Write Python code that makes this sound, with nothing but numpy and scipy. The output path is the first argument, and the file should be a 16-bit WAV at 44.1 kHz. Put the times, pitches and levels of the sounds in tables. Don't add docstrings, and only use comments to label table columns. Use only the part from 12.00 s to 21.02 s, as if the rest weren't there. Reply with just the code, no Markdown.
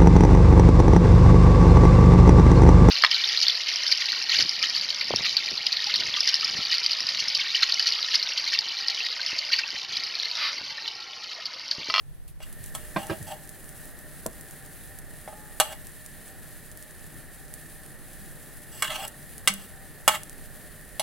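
import sys
import numpy as np
from scipy import signal
from scipy.fft import rfft, irfft
from scipy.io import wavfile
from scipy.ndimage import uniform_filter1d

SR = 44100
rng = np.random.default_rng(int(sys.argv[2]) if len(sys.argv) > 2 else 0)


def dump(signal):
    limited = np.clip(np.atleast_2d(signal).T, -1, 1)
    pcm = np.round(limited * 32767).astype(np.int16)
    wavfile.write(sys.argv[1], SR, pcm)


N = 397782
SCATTER_DB = 1.5


def oil(fizz_db):
    # (frequency [Hz], density [dB])
    fizz_spectrum = [(2200, -6), (3240, -7.5), (4040, -7), (5660, -11.5), (7500, -6.5), (10000, 0.5),
                     (13500, -6), (16000, -7.5)]
    # (time [s], level [dB], pitch [Hz])
    clicks = [(0.5276,-25,10100),(0.641,-25,8800),(0.6615,-22.5,10300),(0.7458,-25.6,10100),(1.069,-23,9400),(1.2285,-23,10500),(1.475,-29,9900),(1.4926,-21,10400),
              (1.692,-24.5,10200),(1.7784,-30,9900),(1.855,-29,10600),(1.99,-26,12200),(2.2637,-9.5,8950),(2.4107,-23,10500),(2.5102,-23.5,10300),(2.6618,-28,10000),
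              (2.9878,-21.5,11300),(3.6599,-29,10500),(3.87,-22.5,9800),(4.0622,-20.5,9500),(4.7155,-27.5,8900),(4.7738,-24,12100),(4.826,-27.2,8800),(5.5397,-18,10600),
              (6.1331,-27.6,10800),(7.0774,-21,9750),(7.0803,-16,10700),(7.381,-20.5,10300),(7.539,-15,10900),(8.234,-20,9400),(8.296,-22.5,9100)]
    bubbles = undb(2 * rng.exponential(size=N))
    fizz = wide(lambda hz: undb(curve(fizz_spectrum, hz)) * (hz > 2000), bubbles)
    edges_hz = [0, 5000, 8000, 11000, SR]
    patches = [[shaped(channel, lambda hz: (hz >= lo) * (hz < hi)) for channel in fizz]
               * undb(.5 * walk(6)) for lo, hi in zip(edges_hz, edges_hz[1:])]
    out = sum(patches) * undb(fizz_db + walk(13) + 1.15 * walk(71))
    when, size, pitch = rng.random((200, 3)).T
    small_db = np.minimum(-39 - 2.2 * np.log(size), -32)
    small_spits = np.c_[.46 + when * (N / SR - .5), small_db, 7000 + 5500 * pitch]
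    t = np.arange(600) / SR
    spray_band = signal.butter(2, [7000, 12000], "band", fs=SR, output="sos")
    for s, db, hz in np.vstack([clicks, small_spits]):
        pop = t * np.exp(-t / .000055) * np.cos(2 * np.pi * hz * t)
        splash = .19 * np.exp(-t / .0061) * signal.sosfilt(spray_band, rng.standard_normal((2, len(t))))
        add(out, s, pop / np.abs(pop).max() + splash, db, pan_db=-1.2)
    return out


def knife():
    # (frequency [Hz], level [dB], t60 [s])
    pan_modes = [(632, -5, 0.098), (800, -3, 0.054), (860, -8, 0.08), (1080, -12, 0.1), (1190, -10, 0.096),
                 (1300, -5, 0.06), (1540, -10.5, 0.07), (2060, -10, 0.05), (2220, -6, 0.057),
                 (2865, -2, 0.05), (3170, -6, 0.025), (3360, -5, 0.05), (4190, -13, 0.065),
                 (5080, -12, 0.047), (5990, -9, 0.052), (7600, -9, 0.04), (7815, -3, 0.05),
                 (7970, -10, 0.05), (8880, -6, 0.04), (9550, -13, 0.05), (9780, -9, 0.04),
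                 (10800, -7, 0.04), (11800, -5, 0.025)]
    # (time [s], level [dB], tone at 700 Hz [dB], at 1.3 kHz [dB], at 7.8 kHz [dB],
    # tilt above 2.8 kHz [dB/octave])
    taps = [(0.404, -34, 13, 3, -8, 0.5), (0.75, -17.5, -0.5, 5.5, 2, 5), (3.277, -26.5, 27, 19, 0, 1),
            (3.328, -37, 26, 14, 0, -1), (3.6, -1, 1.5, 7, 3, 2.5), (3.728, -28, 1, -1, -2, -1),
            (6.823, -9, -5.5, 8.5, 3.5, 0.5), (7.475, -0.5, -10.5, -2, -2, -0.5),
            (8.078, 3, 2, 10.5, 3.5, 3), (8.996, -11.5, 4, -13, -8, 0.5)]
    return knife_taps(pan_modes, taps) + knife_scrapes(pan_modes, taps)


def knife_taps(pan_modes, taps):
    out = np.zeros((2, N))
    for s, db, low_db, mid_db, zing_db, tilt_db in taps:
        tone = [(350, low_db - 13.5), (700, low_db), (1300, mid_db), (2800, 4), (5200, 2),
                (7800, zing_db), (9600, 2), (16000, -4.5)]
        colour_db = lambda hz: curve(tone, hz) + tilt_db * octaves_above(hz, 2800)
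        mid, side = (blow(ring(pan_modes, colour_db, SCATTER_DB, dense_db=2, dense_t60=.058), .0015)
                     for _ in range(2))
        add(out, s, spread(mid, side, side_db=-4.5, corner_hz=6000), db, pan_db=-1.5)
    return out


def knife_scrapes(pan_modes, taps):
    # (start [s], length [s], level [dB], low share [dB], treble share [dB])
    strokes = [(0.412, 0.021, -46.5, -22, -2.5), (0.783, .14, -62, -13, -9), (0.957, 0.058, -45, 5, -4),
               (1.016, 0.085, -51, 6, -1), (1.111, 0.022, -47.5, 7.5, -4), (1.261, 0.052, -50.5, 4, 3.5),
               (1.298, 0.023, -43.5, 9.5, -3), (3.638, 0.056, -43.5, -3, -5), (3.696, 0.028, -44, 2.5, 0),
               (6.711, 0.068, -54.5, -5, 6.5), (6.766, 0.065, -49, -13, 2.5),
               (6.83, 0.048, -33.5, -17, -5.5), (6.889, 0.028, -32.5, -4, -6),
               (6.919, 0.044, -34, -8, -4.5), (6.973, 0.079, -40, 0.5, -4), (7.516, 0.063, -52.5, -10, 0),
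               (7.586, 0.061, -54.5, -13, 0.5), (8.102, 0.027, -34, -14, -4.5),
               (8.133, 0.018, -27, -4.5, -4.5), (8.18, 0.05, -56, -13, -8)]
    damping = np.minimum(3500 / np.array(pan_modes)[:, 0], 1)
    spots = [ring(pan_modes, scatter_db=3.5, t60_scale=damping, dense_db=16.5, dense_t60=.0098)
             for _ in range(5)]
    shares = np.array([undb(10 * walk(16)) for _ in spots])
    shares /= np.sqrt((shares ** 2).sum(axis=0))
    rubs = []
    for _ in range(2):
        slips = rng.standard_normal(N) * undb(2.96 * rng.exponential(size=N) + 2.2 * walk(120))
        rubs.append(sum(signal.oaconvolve(slips * share, spot[:SR // 5])[:N]
                        for share, spot in zip(shares, spots)))
    # (rise [s], fall [dB/s])
    drags = [(*stroke, .016, 600) for stroke in strokes]
    shivers = [(s, 0, db - 27, min(low_db, 6), -15, .008, 463) for s, db, low_db, *_ in taps]
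    t = np.arange(N) / SR
    bands_hz = [(570, 1000), (1000, 4500), (4500, SR)]
    band_power = np.zeros((3, N))
    for s, length, db, low_db, treble_db, rise_s, fall_db in drags + shivers:
        envelope = np.clip((t - s) / rise_s, 0, 1) * undb(db - fall_db * np.maximum(t - s - length, 0))
        band_power += (envelope * undb([[low_db], [0], [treble_db]])) ** 2
    out = np.zeros((2, N))
    for (lo, hi), power in zip(bands_hz, band_power):
        band = lambda hz: (hz > lo) * (hz <= hi) * undb(octaves_above(hz, 4500))
        mid, side = (unit(shaped(rub, band)) for rub in rubs)
        out += np.sqrt(power) * spread(mid, side, side_db=-11, corner_hz=3000)
    return out * undb([[-.7], [.7]])


def knocks_and_flop():
    # (frequency [Hz], level [dB], t60 [s])
    stove_modes = [(97.3, -13, 0.58), (211, 1.5, 0.11), (329, 0, 0.081), (652, -2, 0.11),
                   (800, -16.5, 0.018), (1020, 13.5, 0.0055), (1560, 12, 0.01)]
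    # (time [s], level [dB], dull above [Hz], slope [dB/octave], contact [s])
    thuds = [(0.601, -37.5, 90, -12, 0.014), (0.962, -13.5, 300, -0.5, 0.0095),
             (1.097, -19, 300, -0.5, 0.017), (1.2, -35, 90, -10, 0.01), (2.2606, -21, 660, -14, 0.00075)]
    out = np.zeros((2, N))
    for s, db, dull_hz, slope_db, contact_s in thuds:
        def colour_db(hz):
            bass_cut = 10 * np.log2(np.clip(hz / 90, .01, 1))
            treble_cut = -8 * np.minimum(hz / 4000, 2.5) ** 2
            return slope_db * octaves_above(hz, dull_hz) + bass_cut + treble_cut
        bodies = (ring(stove_modes, colour_db, SCATTER_DB, dense_db=11.5, dense_t60=.068)
                  for _ in range(2))
        mid, side = (blow(body, contact_s) for body in bodies)
        add(out, s, spread(mid, side, side_db=-13.5, corner_hz=30), db, pan_db=-3)
    return out


def hollow_drone():
    # (frequency [Hz], level [dB], t60 [s])
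    drone_mode = [(196, -9, 0.47)]
    # (time [s], gain [dB])
    onsets = [(6.188, -38), (7.495, -25.5), (8.09, -37.5)]
    out = np.zeros((2, N))
    for s, db in onsets:
        drone = ring(drone_mode)
        fade_in = np.minimum(np.arange(len(drone)) / SR / .007, 1)
        add(out, s, drone * fade_in, db, pan_db=-3)
    return out


def dish():
    # (frequency [Hz], level [dB], t60 [s])
    dish_modes = [(850, -0.5, 1.4), (1230, -10.5, 1.5)]
    out = np.zeros((2, N))
    add(out, 3.285, ring(dish_modes), db=-46.5)
    return out


def burner(burner_db):
    # (frequency [Hz], density [dB])
    kitchen_spectrum = [(20, 8), (55, -19.5), (150, -5.5), (400, -12), (770, -16), (970, -23),
                        (1780, -14.5), (3000, -47.5)]
    # (frequency [Hz], width [Hz], level [dB])
    whistles = [(1804, 250, -3), (607.6, 24, -10.5), (778, 5.6, -14)]
    kitchen = wide(lambda hz: undb(curve(kitchen_spectrum, hz)) * (hz > 20) * (hz < 3000))
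    kitchen *= undb(2.5 + walk(5.3))
    return (kitchen + noise_peaks(whistles)) * undb(burner_db + np.array([[-.4], [.4]]))


def draught():
    # (time [s], level [dB])
    strength = [(0, -41), (.7, -42), (1.5, -60)]
    rumble = unit(shaped(rng.standard_normal(N), lambda hz: (hz > 12) * peak(hz, 0, width_hz=97) ** 2))
    level_db = np.interp(np.arange(N) / SR, *np.transpose(strength)) + 1.4 * walk(2.9)
    return rumble * undb(level_db) * np.array([[.85], [-1]])


def motor():
    # (frequency [Hz], width [Hz], level [dB])
    hum_bands = [(50.4, 20, -58.5), (95.2, 18, -62), (148, 33, -58.5)]
    return noise_peaks(hum_bands)


def room(hits, t60_s=.21):
    t = np.arange(SR // 2) / SR
    tail = rng.standard_normal((2, len(t))) * decay(t, t60_s) * (t > .003)
    tail /= np.sqrt((tail ** 2).sum(axis=1, keepdims=True))
    return signal.fftconvolve(hits.mean(axis=0, keepdims=True), tail, axes=1)[:, :N]


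def levels_at_microphone(move_s=.45, fade_s=.022):
    # (time [s], gain [dB])
    swell = [(.47, -1.5), (1.1, 4), (1.4, 0.5), (4.3, 0), (4.7, -0.5), (6.7, 0), (9.02, 0)]
    t = np.arange(N) / SR
    close = np.clip((t - move_s) / fade_s + .5, 0, 1)
    swell_db = np.interp(t, *np.transpose(swell))
    flare_db = (t > .278) * np.maximum(16 - 278 * (t - .278), 0)
    fizz_db = (1 - close) * -64 + close * (swell_db - 51) + flare_db
    burner_db = (1 - close) * -68.5 + close * (swell_db - 54)
    return fizz_db, burner_db


def ring(modes, colour_db=lambda hz: 0, scatter_db=0, t60_scale=1, dense_db=-99, dense_t60=.05):
    hz, db, t60 = np.transpose(modes)
    t = np.arange(SR // 2)[:, None] / SR
    hz = hz * (1 + .003 * min(scatter_db, 1) * rng.standard_normal(len(hz)))
    db = db + scatter_db * rng.standard_normal(len(hz))
    strong = (undb(db) * decay(t, t60_scale * t60) * np.sin(2 * np.pi * hz * t)).sum(axis=1)
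    thicket = rng.standard_normal(len(t)) * decay(t[:, 0], dense_t60)
    thicket = causal(thicket, lambda f: dense_db - 3.4 * np.log2(np.maximum(f, 500) / 3000))
    return causal(strong + thicket, colour_db)


def blow(body, contact_s):
    t = np.arange(2000) / SR
    force = .11 * rng.standard_normal(len(t)) * np.exp(-t / contact_s)
    force[0] = 1
    x = signal.fftconvolve(force, body)
    return x / np.abs(x).max()


def wide(gain, grain=1):
    # (frequency [Hz], side minus mid [dB])
    width = [(60, 7), (110, -11.5), (300, -9), (700, -12.5), (1800, -52), (4400, -7.5), (15000, -2)]
    mid = shaped(grain * rng.standard_normal(N), gain)
    side = shaped(grain * rng.standard_normal(N), lambda hz: gain(hz) * undb(curve(width, hz)))
    return np.array([mid + side, mid - side]) / np.std(mid)


def noise_peaks(bands):
    return sum(undb(db) * wide(lambda f: peak(f, hz, width)) for hz, width, db in bands)


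def spread(mid, side, side_db, corner_hz):
    side = signal.sosfilt(signal.butter(2, corner_hz, "high", fs=SR, output="sos"), side) * undb(side_db)
    return np.array([mid + side, mid - side])


def causal(x, colour_db):
    n = len(x)
    gain = undb(colour_db(np.fft.rfftfreq(n, 1 / SR)) + np.zeros(n // 2 + 1))
    cepstrum = irfft(np.log(gain), n)
    cepstrum[1:n // 2] *= 2
    cepstrum[n // 2 + 1:] = 0
    return irfft(rfft(x) * np.exp(rfft(cepstrum)), n)


def shaped(x, gain):
    return irfft(rfft(x) * gain(np.fft.rfftfreq(N, 1 / SR)), N)


def curve(points, hz):
    freqs, values = np.transpose(points)
    return np.interp(np.log(np.maximum(hz, 1)), np.log(freqs), values)


def walk(rate_hz):
    step = int(SR / rate_hz)
    return uniform_filter1d(np.repeat(rng.standard_normal(N // step + 1), step), step)[:N]


def add(out, s, x, db, pan_db=0):
    i = int(s * SR)
    x = x[..., :N - i]
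    out[:, i:i + x.shape[-1]] += x * undb(db + np.array([[pan_db], [-pan_db]]) / 2)


def peak(hz, centre_hz, width_hz):
    return 1 / (1 + (2 * (hz - centre_hz) / width_hz) ** 2)


def octaves_above(hz, corner_hz):
    return np.log2(np.maximum(hz / corner_hz, 1))


def decay(t, t60):
    return np.exp(-np.log(1000) * t / t60)


def undb(db):
    return 10 ** (np.asarray(db) / 20)


def unit(x):
    return x / np.sqrt(np.mean(x ** 2))


def scene():
    fizz_db, burner_db = levels_at_microphone()
    hits = knife() + knocks_and_flop() + hollow_drone() + dish()
    reverb = undb(-10) * room(hits)
    return oil(fizz_db) + hits + reverb + burner(burner_db) + draught() + motor()


def record(dry):
    hiss_gain = lambda hz: (hz > 80) / np.maximum(hz, 1) ** .81
    hiss = np.array([unit(shaped(rng.standard_normal(N), hiss_gain)) for _ in dry])
    top_cut = signal.ellip(10, .2, 80, 15850, fs=SR, output="sos")
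    return signal.sosfilt(top_cut, np.tanh(dry + undb(-58.5) * hiss))


dry = scene()
out = record(dry)
dump(out)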